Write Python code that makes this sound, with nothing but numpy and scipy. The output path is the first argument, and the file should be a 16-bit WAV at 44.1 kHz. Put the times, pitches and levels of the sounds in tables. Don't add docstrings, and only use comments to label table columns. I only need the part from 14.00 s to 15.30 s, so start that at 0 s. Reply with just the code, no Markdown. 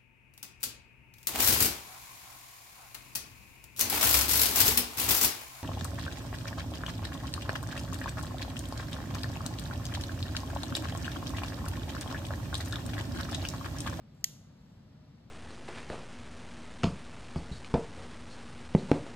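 import sys
import numpy as np
from scipy import signal
from scipy.fft import rfft, irfft
from scipy.io import wavfile

SR = 44100
rng = np.random.default_rng(int(sys.argv[2]) if len(sys.argv) > 2 else 0)


def transcribe(signal):
    frames = np.atleast_2d(signal).T
    limited = np.clip(frames, -1, 1)
    pcm = np.round(limited * 32767).astype(np.int16)
    wavfile.write(sys.argv[1], SR, pcm)


N = 57330

# t/s, level/dB
CONTACTS = [(.24203, 0.5), (.24291, -11.5), (.24351, -12.5), (.24473, -16.5), (.245, -19)]
# f/Hz, level/dB, t60/s, left minus right/dB
STEEL_MODES = [(1840, -13.5, 0.0084, -0.5), (2093, -17, .0065, -1), (2827, -22.5, 0.013, -10),
               (3190, -24, 0.02214, -8.5), (4275, -18, 0.011, -3.5), (4612, -14.5, .0125, -7),
               (5460, -6, .0075, 2), (6040, -8, .0083, -0.3), (6915, -6, .0109, .5),
               (7600, -20.5, .024, -0.5), (8290, -23.5, .022, 0.5), (9037, -25.5, .0145, 0.5),
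               (9963, -19, .0147, 0.9), (10751, -16.5, 0.01, 0.2), (12040, -11.5, .008, .4),
               (13825, -15, .0085, 0.5), (15199, -12, .0034, 0.3), (2993, -57, 0.32, -3),
               (6950, -54.5, .52, 0), (11920, -53.5, .19, -0.5)]
# t/s, level/dB
JAW_TICKS = [(0.1488, 0.5), (.2062, -10), (.211, -2)]
# peak t/s, half-width/s, level/dB
FINGER_RUBS = [(.18, .06, -80), (0.683, 0.15, -82.5)]
# f/Hz, level/dB
SCRAPE_EQ = [(3000, -10.5), (5500, -2.5), (7000, 2), (9000, -6), (13500, -5.5), (15000, -14), (16000, -35)]
# f/Hz, level/dB
TAIL_EQ = [(900, -31.5), (1500, -21.5), (1950, -11.5), (2350, -19), (2750, -9), (3200, -5.5), (3750, -7.5),
           (4300, -7), (4900, -6), (5600, -4.5), (6400, -1.5), (6900, 0), (7700, -11.5), (8300, -10.5),
           (8700, -12), (9700, -3.5), (10500, -10), (12200, -4.5), (13000, -14.5), (13700, -11),
           (14600, -11.5), (15700, -44.5)]
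# f/Hz, level/dB
ROOM_TONE_EQ = [(20, -28.5), (55, -4.5), (80, -6.5), (140, -1.5), (200, -4), (265, -8.5), (320, -18),
                (420, -21.5), (620, -20.5), (900, -26), (1500, -30.5), (2500, -34), (4500, -34.5),
                (5700, -38), (7000, -47), (9000, -50), (12500, -51.5), (16000, -71.5)]
# f/Hz, left minus right/dB
ROOM_TONE_PAN = [(60, 1), (250, 1.5), (700, 3.5), (3000, 0)]
# f/Hz, rms level/dB
HUM_TONES = [(98, -65), (135, -68), (152, -65)]
# t/s, rms level/dB
WHINE_SWELLS = [(0, -96), (.2, -82), (.4, -87.5), (.8, -85), (.98, -80), (1.045, -75.5), (1.085, -86),
                (1.19, -89), (1.3, -72)]
# f/Hz, left lead/ms, left-right likeness/0-1
STEREO_IMAGE = [(153.4, 0.011, .98), (320, 0.0018, .86), (700, 0.0049, 0), (1510, 0.051, 0.8),
                (2700, .075, 0), (3120, .125, .2), (4373, 0.29, .25), (5600, .269, 0.7), (6900, 0.27, .85),
                (7700, .258, 1), (10000, .25, 1), (14500, .238, .9)]

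SNAP_DB, RING_RISE_S = -11, .000186
RADIATE_HZ = 1860
CRACK_TRIM_DB, CRACK_T60_S, CRACK_LOW_HZ = -37.5, .015, 900
TICK_DB, TICK_T60_S = -66, .014
TAIL_DB, PREDELAY_S = -48.5, .003
TAIL_T60_S, TREBLE_T60_S, CROSSOVER_HZ = .57, .32, 9000
ROOM_TONE_DB, WHINE_HZ = -55.5, 616.3
WAVER_DEPTH, WAVER_HZ = .5, 3.8
HIGH_CUT_HZ = 16600
TIME = np.arange(N) / SR
FREQS = np.fft.rfftfreq(2 * N, 1 / SR)


def snap():
    steel = sum((-1) ** k * undb(hit_db + mode_db) * pan(lean_db) * steel_ring(start, hz, t60)
                for start, hit_db in CONTACTS
                for k, (hz, mode_db, t60, lean_db) in enumerate(STEEL_MODES))
    steel = highpass(steel, RADIATE_HZ, order=8)
    crack = highpass(noise_bursts(CONTACTS, CRACK_T60_S), CRACK_LOW_HZ, order=4)
    return undb(SNAP_DB) * (steel + undb(CRACK_TRIM_DB) * crack)


def steel_ring(start, hz, t60):
    age = np.maximum(TIME - start, 0)
    attack = 1 - np.exp(-age / RING_RISE_S)
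    return attack * decay(start, t60) * np.sin(2 * np.pi * hz * age)


def jaw_ticks():
    colour = undb(curve(SCRAPE_EQ))
    colour /= np.sqrt(np.mean(colour ** 2))
    return undb(TICK_DB) * equalise(noise_bursts(JAW_TICKS, TICK_T60_S), colour)


def finger_rubs():
    friction = equalise(rng.standard_normal(N), undb(curve(SCRAPE_EQ)))
    swells = sum(undb(db) * np.exp(-((TIME - peak) / width) ** 2) for peak, width, db in FINGER_RUBS)
    return swells * friction / friction.std()


def room_tail():
    wash = equalise(stereo_noise(), undb(curve(TAIL_EQ)))
    wash = undb(TAIL_DB) * wash / wash.std()
    crossover = curve([(CROSSOVER_HZ / np.sqrt(2), 0), (CROSSOVER_HZ * np.sqrt(2), 1)])
    treble = equalise(wash, crossover)
    start = CONTACTS[0][0] + PREDELAY_S
    return (wash - treble) * decay(start, TAIL_T60_S) + treble * decay(start, TREBLE_T60_S)


def room_tone():
    bed = equalise(stereo_noise(), undb(curve(ROOM_TONE_EQ)) * pan(curve(ROOM_TONE_PAN)))
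    return undb(ROOM_TONE_DB) * bed / bed.std()


def hum():
    low = sum(undb(db) * wavering_tone(hz) for hz, db in HUM_TONES)
    whine_db = np.interp(TIME, *np.array(WHINE_SWELLS).T)
    return low + undb(whine_db) * wavering_tone(WHINE_HZ)


def wavering_tone(hz):
    drift = equalise(rng.standard_normal((2, N)), curve([(WAVER_HZ, 1), (WAVER_HZ * 2, 0)]))
    drift = WAVER_DEPTH * drift / drift.std()
    carrier = np.exp(2j * np.pi * (hz * TIME + rng.random()))
    tone = np.real((1 + drift[0] + 1j * drift[1]) * carrier)
    return tone / tone.std()


def stereo_noise():
    likeness = np.clip(curve(STEREO_IMAGE, column=2), 0, 1)
    mid = equalise(rng.standard_normal(N), np.sqrt((1 + likeness) / 2))
    side = equalise(rng.standard_normal(N), np.sqrt((1 - likeness) / 2))
    return np.array([mid + side, mid - side])


def noise_bursts(hits, t60):
    return rng.standard_normal(N) * sum(undb(db) * decay(start, t60) for start, db in hits)


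def decay(start, t60):
    age = TIME - start
    gate = np.clip(age * SR + 1, 0, 1)
    return gate * np.exp(-np.log(1000) * np.maximum(age, 0) / t60)


def undb(db):
    return 10 ** (np.asarray(db) / 20)


def pan(db):
    return undb(np.array([[1], [-1]]) * db / 2)


def curve(table, column=1):
    rows = np.array(table, float)
    return np.interp(np.log(FREQS + 1), np.log(rows[:, 0]), rows[:, column])


def equalise(x, gain):
    return irfft(rfft(x, 2 * N) * gain)[..., :N]


def highpass(x, hz, order):
    return signal.sosfilt(signal.butter(order, hz, "high", fs=SR, output="sos"), x)


def scene():
    left, right = snap() + jaw_ticks() + finger_rubs() + room_tail() + room_tone() + hum()
    lag_s = curve(STEREO_IMAGE) / 1000
    late_right = equalise(right, np.exp(-2j * np.pi * FREQS * lag_s))
    return np.array([left, late_right])


def record(dry):
    return signal.sosfilt(signal.ellip(8, .2, 70, HIGH_CUT_HZ, fs=SR, output="sos"), dry)


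dry = scene()
out = record(dry)
transcribe(out)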